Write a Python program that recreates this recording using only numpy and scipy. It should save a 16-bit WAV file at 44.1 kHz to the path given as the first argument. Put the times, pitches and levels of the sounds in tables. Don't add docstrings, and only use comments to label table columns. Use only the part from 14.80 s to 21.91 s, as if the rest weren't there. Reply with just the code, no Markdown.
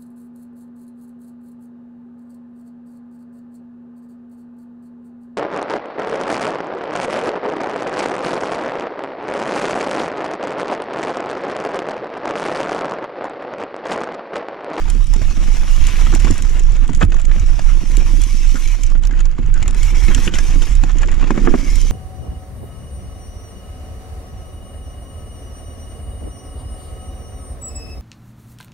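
import sys
import numpy as np
from scipy import signal
from scipy.fft import rfft, irfft, next_fast_len
from scipy.io import wavfile
from scipy.ndimage import uniform_filter1d, minimum_filter1d

SR = 44100
rng = np.random.default_rng(int(sys.argv[2]) if len(sys.argv) > 2 else 0)


def dump(signal):
    limited = np.clip(np.atleast_2d(signal).T, -1, 1)
    pcm = np.round(limited * 32767).astype(np.int16)
    wavfile.write(sys.argv[1], SR, pcm)


N = 313551
TIME_S = np.arange(N) / SR
HIT_S = TIME_S[:8192]
LEAD_IN_S = .008

# freq_hz, gain_db
WIND_SPECTRUM = [(12, 9.5), (30, 3), (45, -9), (60, 6), (90, -1), (130, -6.5), (200, -24), (500, -69)]
DRONE_SPECTRUM = [(70, -25.5), (130, -3), (190, -0.5), (260, 1), (330, -4), (420, -11.5), (550, -15),
                  (1000, -64)]
DIRT_SPECTRUM = [(250, -2.5), (480, 0), (700, 3.5), (1050, 3.5), (1700, 3.5), (2800, 1), (4100, -9.5),
                 (5500, -9), (7200, -7), (8400, -21.5), (11000, -26), (15000, -56)]
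HUB_SPECTRUM = [(500, -26.5), (1000, -1), (1500, -11.5), (2000, -2), (2900, 0), (3800, -5.5), (4600, -7),
                (5700, 2), (6600, -4), (7700, -6.5), (8300, -13.5), (9700, -12), (13200, -20.5),
                (15000, -37)]
TICK_SPECTRUM = [(800, -30), (2000, -4), (2900, -3), (4200, -7), (6000, 0), (7300, 2.5), (8400, -18),
                 (10200, -16.5), (12000, -34), (15500, -26)]
CLATTER_SPECTRUM = [(200, 6.5), (500, 5), (1000, 0.5), (1700, 1), (2700, -0.5), (3500, -1.5), (4500, -11.5),
                    (6500, -40), (9000, -23), (15000, -52)]
PUFF_SPECTRUM = [(40, -12), (90, 0.5), (300, 0.5), (450, -9), (700, -19.5), (2000, -51)]

# time_s, level_db
FLUTTER_LEVEL = [(0, -16), (.5, -12.5), (1.3, -10), (2.2, -12.5), (2.65, -10.5), (3.2, -12), (3.8, -12),
                 (4.3, -12.5), (6.3, -12.5), (6.7, -12), (7.11, -14.5)]
EDDY_LEVEL = [(0.0, -32.5), (0.67, -36), (1.17, -33.5), (1.38, -30.5), (1.65, -34), (2.32, -33),
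              (2.65, -33), (3.3, -34), (3.88, -40), (4.34, -37.5), (4.51, -33), (5.09, -32.5),
              (5.29, -28.5), (6.42, -37.5), (6.78, -35), (6.95, -32), (7.11, -36)]
ROLLING_LEVEL = [(0, -43), (.33, -46.5), (.6, -45.5), (.92, -45.5), (1.13, -40), (1.5, -42), (1.95, -45.5),
                 (2.7, -46), (3.2, -44.5), (3.72, -53), (4.15, -48.5), (4.65, -51.5), (4.8, -43.5),
                 (5.05, -45.5), (5.35, -38.5), (5.95, -46), (6.5, -40), (7.11, -46)]
COASTING_LEVELS = [
    [(0.0, -48.5), (0.25, -49.5), (0.95, -40.5), (1.39, -42), (2.06, -52.5)],
    [(2.52, -48.5), (3.86, -40.5), (3.98, -46), (4.03, -46), (4.14, -56)],
    [(4.96, -42), (5.08, -41.5), (5.44, -40), (5.86, -43), (6.0, -48.5), (6.27, -60), (6.84, -43),
     (7.0, -40.5), (7.11, -41.5)],
]

# centre_s, half_length_s, gain_db
WIND_LULLS = [(.05, 0.03, -1), (.265, 0.018, -12), (.42, .03, -7), (.535, 0.02, -12), (.76, 0.015, -10),
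              (1.11, 0.019, -7), (1.58, 0.052, -8), (2.1, 0.038, -9), (2.8, 0.028, -11), (3.04, .035, -11),
              (3.48, .025, -11.5), (3.77, 0.029, -10), (3.99, 0.031, -13), (4.57, 0.04, -12),
              (5.52, .045, -8), (5.87, .023, -11), (6.57, 0.053, -8.5), (6.84, .035, -8)]
WIND_BLASTS = [(1.03, .04, 5.5), (1.89, 0.031, 4.5), (2.14, 0.043, 8), (6.33, .04, 4)]
TYRE_UNLOADING = [(.27, 0.037, -7.5), (2.275, .025, -8), (5.512, 0.017, 0)]
DECK_SWELL = [(6.66, 0.21, 9.5)]
HUB_BREAKS = [(1.385, 0.0053, -14), (5.138, 0.0096, -16), (5.512, 0.016, -21), (5.99, 0.01, -8)]
SHELL_SWELLS = [(3.89, 0.18, 11), (5.12, 0.18, 16.5), (6.88, 0.14, 16.5)]

# freq_hz, level_db, t60_s
CLINK_MODES = [(2570, -2.5, 0.019), (2820, -2, 0.024), (3050, -3, .022), (3520, -10, .02)]
TYRE_MODES = [(143, 0.5, 0.076), (181.4, 5.5, 0.064), (235, 1, 0.09), (290, 1, 0.1), (329, 0.5, 0.061)]
PLANK_MODES = [(194, -12, .1), (262, -2, .075), (345, 0, .058), (420, -8, .06), (675, -11, .04),
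               (900, -21, .035), (1220, -23, .03), (1650, -25, .025)]

# centre_s, sigma_s, level_db, centre_hz
SCRUBS = [(1.07, 0.054, -39, 2580), (1.188, 0.091, -39.5, 2100)]
# start_s, length_s, level_db, start_hz, end_hz
SQUEAKS = [(2.844, 0.11, -40.5, 1100, 1480), (4.719, 0.088, -37, 1520, 1470)]
# start_s, level_db, ring_hz, t60_s, snap_rel_db
CHAIN_SLAPS = [(.1, -27.5, 7140, 0.026, -8), (.241, -42, 7600, 0.0073, -8), (.268, -42, 8200, .03, -14),
               (0.337, -28.5, 7340, 0.012, -10), (.362, -38, 7200, .02, -20), (1.068, -26, 7330, 0.021, -7),
               (1.349, -24.5, 7160, 0.024, -12), (1.399, -32, 6900, .02, -20),
               (1.509, -26, 7000, 0.0091, -16), (1.54, -40, 9300, .012, -15),
               (1.579, -31.5, 8840, .014, -12), (1.622, -29.5, 6960, .016, -7),
               (1.794, -32, 6600, 0.027, -12), (1.965, -40, 6500, .012, -15),
               (2.078, -37.5, 7400, .014, -8), (2.132, -36, 7110, 0.0097, -17),
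               (2.148, -30.5, 6760, 0.024, -16), (2.162, -43, 9400, .012, -12),
               (2.172, -41, 7100, .012, -20), (2.202, -41, 7000, 0.011, -15), (2.222, -36, 7000, .05, -16),
               (2.24, -39, 8000, .008, -9), (2.249, -39, 7200, .016, -14), (2.397, -39, 7000, .016, -14),
               (2.343, -36.5, 6150, .024, -22), (2.415, -36.5, 6800, 0.013, -22),
               (2.452, -32, 6840, .014, -21), (2.596, -32.5, 6090, .018, -20), (3.116, -37, 7660, .008, -8),
               (3.169, -25.5, 7100, 0.012, -10), (3.416, -30, 8000, 0.022, -8),
               (3.436, -30, 6860, 0.025, -20), (3.875, -32, 6600, .012, -12),
               (4.034, -27, 6600, 0.015, -10), (4.065, -37, 6500, .014, -18), (4.235, -38, 6200, .016, -24),
               (4.251, -34, 4300, .014, -25), (4.271, -34, 5300, .014, -3), (4.403, -34, 6660, 0.02, -24),
               (4.454, -35, 5060, 0.013, -27), (4.513, -46, 4500, .012, -20), (4.74, -33, 6800, 0.018, -23),
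               (4.777, -42.5, 5400, .012, -22), (4.827, -31, 6500, 0.017, -18),
               (4.879, -25.5, 6900, 0.0099, -14), (4.908, -34.5, 7450, 0.011, -22),
               (4.946, -36, 7600, 0.0073, -20), (5.03, -25.5, 7100, .013, -16),
               (5.347, -16.5, 6640, 0.01, -22), (5.545, -29.5, 6900, 0.013, -18),
               (5.554, -30, 5800, .014, -20), (5.585, -24.5, 5600, 0.027, -16),
               (5.952, -33.5, 7040, 0.016, -15), (6.184, -31, 6600, 0.018, -26),
               (6.231, -38, 6600, 0.011, -22), (6.315, -37, 6800, 0.015, -20),
               (6.901, -36, 6900, .012, -18), (6.956, -29.5, 8200, 0.012, -11),
               (7.014, -28.5, 7200, 0.0089, -9)]
# start_s, end_s, ticks_per_s, level_db
CHAIN_CHATTER = [(1.377, 2.0, 7.5, -39), (2.06, 2.48, 14, -47), (4.047, 4.42, 12, -50),
                 (6.023, 6.38, 18, -44)]
# start_s, level_db, pitch_ratio
CLINKS = [(5.347, -25.5, 1.116), (5.476, -19, 0.97)]
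# start_s,
# level_db, ring_hz, t60_s, edge_rel_db
FRAME_KNOCKS = [(.333, -34, 980, 0.13, -14), (.417, -30.5, 1900, 0.032, -9),
                (.508, -35.5, 1190, 0.036, -19), (.832, -32, 1000, 0.023, -24),
                (1.267, -27, 1280, 0.02, -12), (1.327, -29, 1050, .02, -26),
                (1.337, -25.5, 1350, 0.043, -7), (1.358, -28, 930, .025, -17),
                (1.445, -24.5, 2230, .06, -7), (1.47, -26.5, 1150, .04, -14), (1.479, -27, 2700, .06, -12),
                (1.502, -33, 1100, 0.04, -16), (1.556, -31, 1300, 0.019, -11),
                (2.091, -31, 960, 0.014, -16), (2.132, -37, 2800, 0.033, -12), (2.209, -24, 680, 0.11, -12),
                (2.215, -18, 1330, 0.054, -29), (2.226, -18.5, 1450, 0.035, -24),
                (2.227, -28.5, 3400, .025, -10), (2.32, -28, 1750, .035, -11),
                (2.342, -32, 1000, 0.034, -13), (2.365, -33, 1050, 0.033, -11),
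                (2.514, -29.5, 2000, 0.023, -16), (2.562, -36, 2600, 0.022, -17),
                (2.792, -24, 1900, .018, -11), (3.755, -29.5, 1330, 0.12, -6),
                (4.118, -36.5, 1180, .016, -14), (4.152, -34.5, 1070, 0.014, -18),
                (4.235, -33, 3500, 0.02, -8), (4.294, -40, 1100, 0.022, -20),
                (4.309, -32.5, 1730, 0.031, -12), (4.322, -42, 1500, .02, -18),
                (4.335, -36, 1600, .022, -23), (4.39, -35, 2890, .025, -8), (4.405, -31.5, 1570, 0.024, -8),
                (4.455, -36, 1270, 0.022, -10), (4.583, -33.5, 1040, 0.066, -16),
                (4.628, -41, 2000, .04, -9), (4.826, -27.5, 2410, 0.034, -9.5),
                (4.859, -33, 1200, 0.035, -16), (4.88, -33, 1190, .016, -14), (4.945, -36, 2350, .016, -12),
                (5.283, -26, 2020, 0.046, -17), (5.311, -28, 1600, 0.075, -21),
                (5.379, -28, 880, 0.042, -18), (5.475, -24.5, 1500, 0.044, -20),
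                (5.538, -21, 3280, 0.036, -10), (5.554, -25.5, 1950, 0.019, -14),
                (5.585, -22.5, 1620, 0.027, -24), (5.82, -25, 3120, 0.049, -6),
                (5.869, -30.5, 1800, 0.026, -16), (6.036, -22, 945, 0.018, -9),
                (6.094, -31.5, 1100, 0.045, -26), (6.219, -31, 1170, 0.028, -5),
                (6.231, -24.5, 1770, .04, -22), (6.285, -30, 1900, 0.054, -17), (6.425, -28, 950, .03, -23),
                (6.44, -29, 1210, .03, -17), (6.506, -25.5, 2100, .022, -14),
                (6.574, -29.5, 1850, 0.093, -15)]
# start_s, end_s, knocks_per_s
FRAME_RATTLES = [(0, 7.11, 4.9), (1.2, 1.57, 12)]
# start_s, level_db, pitch_ratio, thud_rel_db
BUMPS = [(.153, -26.5, 0.89, -8), (.36, -23.5, 1.03, -6), (.415, -22, 0.55, 6), (.573, -23.5, .71, -14),
         (1.336, -16.5, 0.99, -2), (1.445, -17, 1.05, -12), (1.469, -24.5, 1.1, -10),
         (1.503, -15.5, 0.97, 8.5), (2.094, -17.5, .9, 1), (2.229, -9, 1.044, -2),
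         (2.241, -19.5, 0.86, 16.5), (2.286, -25.5, 1, -10), (2.561, -22.5, .86, -3),
         (3.026, -24, .93, -17), (3.176, -21.5, 0.77, -20), (3.335, -25, 0.84, 9), (3.745, -22, 0.82, -20),
         (4.15, -28, .83, -8), (4.589, -17, 0.82, -15), (5.284, -17.5, .9, -21), (5.309, -17, 0.87, -7),
         (5.385, -21.5, 0.85, -3), (5.47, -20, 1.15, -2), (5.54, -22, .85, -10), (5.757, -22, .84, -18),
         (6.035, -20.5, 0.82, -8), (6.155, -24, .9, -10), (6.429, -23, 1.05, -12), (6.55, -22, 1.13, -14)]
# start_s, ring_db, pitch_ratio, crack_db, crack_hz, crack_t60_s, edge_rel_db
PLANK_HITS = [(6.505, -7, .86, -16, 1100, .016, -6), (6.576, -11.5, .8, -31, 1100, .03, -4),
              (6.672, -2, 1.04, -8, 1280, .016, -28), (6.739, -3.5, .93, -15.5, 950, .028, -28)]

# freq_hz, coherence
MIC_COHERENCE = [(25, .95), (60, .6), (130, .78), (500, .82), (1000, .76), (2500, .87), (5000, .68),
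                 (8000, .5), (13000, .42)]
# freq_hz, balance_db
MIC_BALANCE = [(30, -10.5), (70, -11.5), (150, -4), (250, -8), (320, -8.5), (560, -5.5), (690, -5.5),
               (970, 4), (1450, 1), (1900, 4), (3300, 1.5), (4000, 0.5), (6600, -2.5), (8300, 2),
               (10200, 4.5), (11500, 0.5)]
# freq_hz, phase_rad
MIC_PHASE = [(30, -1.4), (70, -0.85), (120, -0.04), (400, 1.04), (520, 1), (690, 1.83), (1050, 0.94),
             (1350, 1.5), (1800, 0.66), (2400, 0.52), (4000, -0.13), (6300, 0.7), (8000, 2.06), (9800, 1.8),
             (11300, 1.5), (14000, 2)]


def amp(db):
    return 10 ** (np.asarray(db) / 20)


def unit_rms(x):
    return x / np.sqrt(np.mean(x ** 2) + 1e-20)


def unit_peak(x):
    return x / np.sqrt(uniform_filter1d(x ** 2, 176, axis=-1).max(-1, keepdims=True) + 1e-20)


def at_hz(table, hz):
    table_hz, value = np.transpose(table)
    return np.interp(np.log(hz + 1), np.log(table_hz + 1), value)


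def curve_db(rows):
    return np.interp(TIME_S, *np.transpose(rows))


def swells_db(rows):
    return sum(db * np.exp(-((TIME_S - centre_s) / half_s) ** 2) for centre_s, half_s, db in rows)


def add(mix, start_s, sound):
    part = mix[:, max(round(start_s * SR), 0):][:, :sound.shape[-1]]
    part += sound[..., :part.shape[-1]]


def colour(x, spectrum):
    size = next_fast_len(x.shape[-1] + 4096)
    log_gain = np.log(amp(at_hz(spectrum, abs(np.fft.fftfreq(size, 1 / SR)))))
    response = np.exp(np.conj(signal.hilbert(log_gain)))[:size // 2 + 1]
    return irfft(rfft(x, size) * response, size)[..., :x.shape[-1]]


def resonate(x, hz, width_hz, stages=1):
    for _ in range(stages):
        x = signal.lfilter(*signal.iirpeak(min(hz, SR / 2 - 1), hz / width_hz, SR), x)
    return x


def moving_resonance(x, hz, width_hz):
    carrier = np.exp(2j * np.pi * np.cumsum(hz) / SR)
    pole = np.exp(-np.pi * width_hz / SR)
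    return (carrier * signal.lfilter([(1 - pole) ** 2], np.poly([pole, pole]), x / carrier)).real


def drift(rate_hz):
    hz = np.fft.rfftfreq(N, 1 / SR)
    return unit_rms(irfft(rfft(rng.standard_normal(N)) * np.exp(-(hz / rate_hz) ** 2), N))


def grains(per_s, spread_db, t60_s):
    sizes = amp(spread_db * np.minimum(rng.exponential(1, N), 4))
    impulses = sizes * (rng.random(N) < per_s / SR)
    power = signal.lfilter([1], [1, -amp(-120 / (t60_s * SR))], impulses ** 2)
    return unit_rms(np.sqrt(power) * rng.standard_normal((2, N)))


def shimmer(x, depth_db):
    spectra = signal.stft(x, nperseg=1024, noverlap=768)[2]
    patches = uniform_filter1d(rng.standard_normal(spectra.shape[1:]), size=9, axis=1)
    patches = unit_rms(uniform_filter1d(patches, size=4, axis=0))
    return signal.istft(spectra * amp(depth_db * patches), nperseg=1024, noverlap=768)[1][:, :N]


def random_hits(start_s, end_s, per_s, limit):
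    draws = rng.random((limit, 3))
    times_s = start_s + (np.arange(limit) + draws[:, 0]) / per_s
    return np.column_stack([times_s, (draws[:, 1:] - .5) * np.sqrt(12)])[times_s < end_s]


def strike(t60_s, rise_s, tail_db, tail_t60_s):
    t = HIT_S - LEAD_IN_S
    after_s = np.maximum(t, 0)
    decay = amp(-60 * after_s / max(t60_s, .003)) + amp(tail_db - 60 * after_s / tail_t60_s)
    attack = np.exp(np.minimum(t - .001, 0) / rise_s)
    return attack * decay * rng.standard_normal((2, len(HIT_S)))


def speckle(x, step_db, spacing_hz):
    hz = np.arange(0, SR / 2, spacing_hz)
    gain_db = step_db * np.clip(rng.standard_normal(len(hz)), -2, 2)
    return colour(x, np.transpose([hz, gain_db]))


def ring(modes, pitch, detune, rise_s):
    hz, db, t60_s = np.transpose(modes)[:, :, None]
    hz = hz * pitch * (1 + detune * rng.standard_normal((len(modes), 1)))
    phase = 2 * np.pi * rng.random((2, len(modes), 1)) * np.arange(2)[:, None, None]
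    partials = amp(db - 60 * HIT_S / t60_s) * np.sin(2 * np.pi * hz * HIT_S + phase)
    return unit_peak((1 - np.exp(-HIT_S / rise_s)) * partials.sum(1))


def wind():
    flutter_hz = 27.6 * (1 + .1974 * drift(16.36))
    phase = 2 * np.pi * np.cumsum(flutter_hz) / SR
    flutter = unit_rms(np.array([np.sin(phase), np.cos(phase + drift(8.1))])) * amp(1.8 * drift(37.6))
    gaps_db = -4.5 * uniform_filter1d(np.exp(-(drift(6.4) / .27) ** 2), size=900)
    eddies = unit_rms(colour(rng.standard_normal((2, N)), WIND_SPECTRUM) * amp(2.5 * drift(26)))
    lulls_db = swells_db(WIND_LULLS)
    flutter_db = curve_db(FLUTTER_LEVEL) + lulls_db + gaps_db
    eddy_db = curve_db(EDDY_LEVEL) + swells_db(WIND_BLASTS) + .32 * lulls_db + 9
    return flutter * amp(flutter_db) + eddies * amp(eddy_db)


def tyres():
    drone = colour(grains(per_s=300, spread_db=1.95, t60_s=.015), DRONE_SPECTRUM) * amp(2 * drift(21.5))
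    crunch = colour(grains(per_s=550, spread_db=1, t60_s=.027), DIRT_SPECTRUM) * amp(2.43 * drift(21.6))
    drone = unit_rms(shimmer(drone, depth_db=2))
    crunch = unit_rms(shimmer(crunch, depth_db=2))
    grit = unit_rms(colour(grains(per_s=45, spread_db=4.5, t60_s=.008), TICK_SPECTRUM))
    rolling_db = curve_db(ROLLING_LEVEL) + swells_db(TYRE_UNLOADING)
    drone_db = -38.5 + .54 * (rolling_db - rolling_db.mean()) + swells_db(DECK_SWELL)
    return drone * amp(drone_db) + (crunch + amp(-14.5) * grit) * amp(rolling_db + 2.5)


def scrubs():
    out = np.zeros((2, N))
    slips = grains(per_s=900, spread_db=2.4, t60_s=.008)
    for centre_s, sigma_s, db, hz in SCRUBS:
        rasp = unit_rms(resonate(slips, hz, width_hz=2100, stages=2))
        out += amp(db) * rasp * np.exp(-((TIME_S - centre_s) / sigma_s) ** 2 / 2)
    return out


def squeaks():
    out = np.zeros((2, N))
    for start_s, length_s, db, start_hz, end_hz in SQUEAKS:
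        count = int(length_s * SR)
        hz = np.linspace(start_hz, end_hz, count) * (1 + .08 * drift(310)[:count])
        envelope = np.hanning(count) * (1 + .5 * drift(150)[:count])
        add(out[:1], start_s, amp(db) * envelope * np.sin(2 * np.pi * np.cumsum(hz) / SR))
    return out


def freehub():
    clicks = grains(per_s=2600, spread_db=2.2, t60_s=.01)
    fizz = unit_rms(colour(shimmer(clicks, depth_db=4), HUB_SPECTRUM))
    shell_hz = 2280 * (1 + .019 * drift(12))
    shell = unit_rms(moving_resonance(clicks, shell_hz, width_hz=210))
    shell_db = -20.5 + swells_db(SHELL_SWELLS) + 3.5 * drift(19)
    gain = sum(amp(curve_db(rows)) * (TIME_S > rows[0][0]) * (TIME_S < rows[-1][0])
               for rows in COASTING_LEVELS)
    gain = uniform_filter1d(gain, size=500) * amp(swells_db(HUB_BREAKS))
    treble = signal.sosfiltfilt(signal.butter(2, 8000, "high", fs=SR, output="sos"), fizz)
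    fizz += treble * (unit_rms(abs(gain)) ** .32 - 1)
    return (fizz + shell * amp(shell_db)) * gain * amp(3.5 + drift(22))


def chain():
    out = np.zeros((2, N))
    chatter = [(hit_s, db + 2 * force, 6600 * (1 + .066 * spot), .021, -18)
               for start_s, end_s, per_s, db in CHAIN_CHATTER
               for hit_s, force, spot in random_hits(start_s, end_s, per_s, limit=14)]
    snap = unit_peak(signal.lfilter(*signal.butter(2, [6500, 12500], "band", fs=SR), HIT_S == 0))
    for start_s, db, ring_hz, t60_s, snap_db in CHAIN_SLAPS + chatter:
        contact = strike(t60_s, rise_s=.0004, tail_db=-29, tail_t60_s=.06)
        contact = speckle(contact, step_db=2.4, spacing_hz=260)
        metal = unit_peak(resonate(contact, ring_hz, width_hz=1600, stages=2))
        tick = unit_peak(colour(contact, TICK_SPECTRUM)) + amp(-2.5) * metal
        add(out, start_s - LEAD_IN_S, amp(db) * unit_peak(tick))
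        add(out[:1], start_s + .001, amp(db + snap_db) * snap)
    return out


def clinks():
    out = np.zeros((2, N))
    for start_s, db, pitch in CLINKS:
        add(out, start_s, amp(db) * ring(CLINK_MODES, pitch, detune=.01, rise_s=.0006))
    return out


def frame():
    out = np.zeros((2, N))
    rattles = []
    for start_s, end_s, per_s in FRAME_RATTLES:
        for hit_s, softness, spot in random_hits(start_s, end_s, per_s, limit=50):
            rolling_db = np.interp(hit_s, *np.transpose(ROLLING_LEVEL))
            rattles.append((hit_s, rolling_db + 5 - softness, 1350 * 2 ** (.55 * spot), .062, -22.5))
    for start_s, db, ring_hz, t60_s, edge_db in FRAME_KNOCKS + rattles:
        contact = strike(t60_s, rise_s=min(.033 * t60_s, .0025), tail_db=-23, tail_t60_s=.12)
        contact = speckle(contact, step_db=4, spacing_hz=128.2)
        cutoff_hz = 15000 * 2 ** (edge_db / 9.5)
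        clack = signal.lfilter(*signal.butter(2, cutoff_hz, fs=SR), colour(contact, CLATTER_SPECTRUM))
        clack = unit_peak(clack + amp(7) * resonate(clack, ring_hz, width_hz=360))
        edge = amp(edge_db) * unit_peak(colour(contact, TICK_SPECTRUM))
        add(out, start_s - LEAD_IN_S, amp(db) * (clack + edge))
    return out


def bumps(thud_hz=83.3, thud_t60_s=.13, puff_t60_s=.06):
    out = np.zeros((2, N))
    for start_s, db, pitch, thud_db in BUMPS:
        thud = np.sin(2 * np.pi * thud_hz * HIT_S) * amp(thud_db - 60 * HIT_S / thud_t60_s)
        burst = rng.standard_normal((2, len(HIT_S))) * amp(-60 * HIT_S / puff_t60_s)
        puff = amp(-6) * unit_peak(colour(burst, PUFF_SPECTRUM))
        tyre = ring(TYRE_MODES, pitch, detune=.07, rise_s=.0019)
        add(out, start_s, amp(db) * (unit_peak(tyre + puff) + thud))
    return out


def bridge(ring_lag_s=.0009):
    out = np.zeros((2, N))
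    for start_s, ring_db, pitch, crack_db, crack_hz, t60_s, edge_db in PLANK_HITS:
        contact = strike(t60_s, rise_s=.0004, tail_db=-24, tail_t60_s=.09)
        crack = unit_peak(resonate(colour(contact, CLATTER_SPECTRUM), crack_hz, width_hz=1450, stages=3))
        edge = amp(edge_db) * unit_peak(colour(contact, DIRT_SPECTRUM))
        wood = ring(PLANK_MODES, pitch, detune=.026, rise_s=.001)
        add(out, start_s - LEAD_IN_S, amp(crack_db) * (crack + edge))
        add(out, start_s + ring_lag_s, amp(ring_db) * wood)
    return out


def microphones(pair):
    hz = np.fft.rfftfreq(N, 1 / SR)
    direct, scattered = rfft(pair)
    coherence = at_hz(MIC_COHERENCE, hz)
    shared, apart = np.sqrt(1 + coherence), np.sqrt(1 - coherence)
    lean = amp(at_hz(MIC_BALANCE, hz) / 2) * np.exp(1j * at_hz(MIC_PHASE, hz) / 2)
    mid_gain = np.hypot(shared * abs(lean + 1 / lean), apart * abs(lean - 1 / lean)) / 2
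    left = (shared * direct + apart * scattered) * lean
    right = (shared * direct - apart * scattered) / lean
    return irfft(np.array([left, right]) / mid_gain, N)


def scene():
    running = wind() + tyres() + scrubs() + freehub()
    hits = chain() + frame() + clinks() + bumps() + bridge()
    return microphones(running + hits + squeaks())


def record(dry, ceiling=.97, cutoff_hz=15000):
    gain = np.minimum(1, ceiling / (abs(dry).max(0) + 1e-9))
    limited = dry * uniform_filter1d(minimum_filter1d(gain, size=300), size=300)
    lowpass = signal.firwin(255, cutoff_hz, window=("kaiser", 9), fs=SR)
    return signal.oaconvolve(limited, lowpass[None], "same")


dry = scene()
out = record(dry)
dump(out)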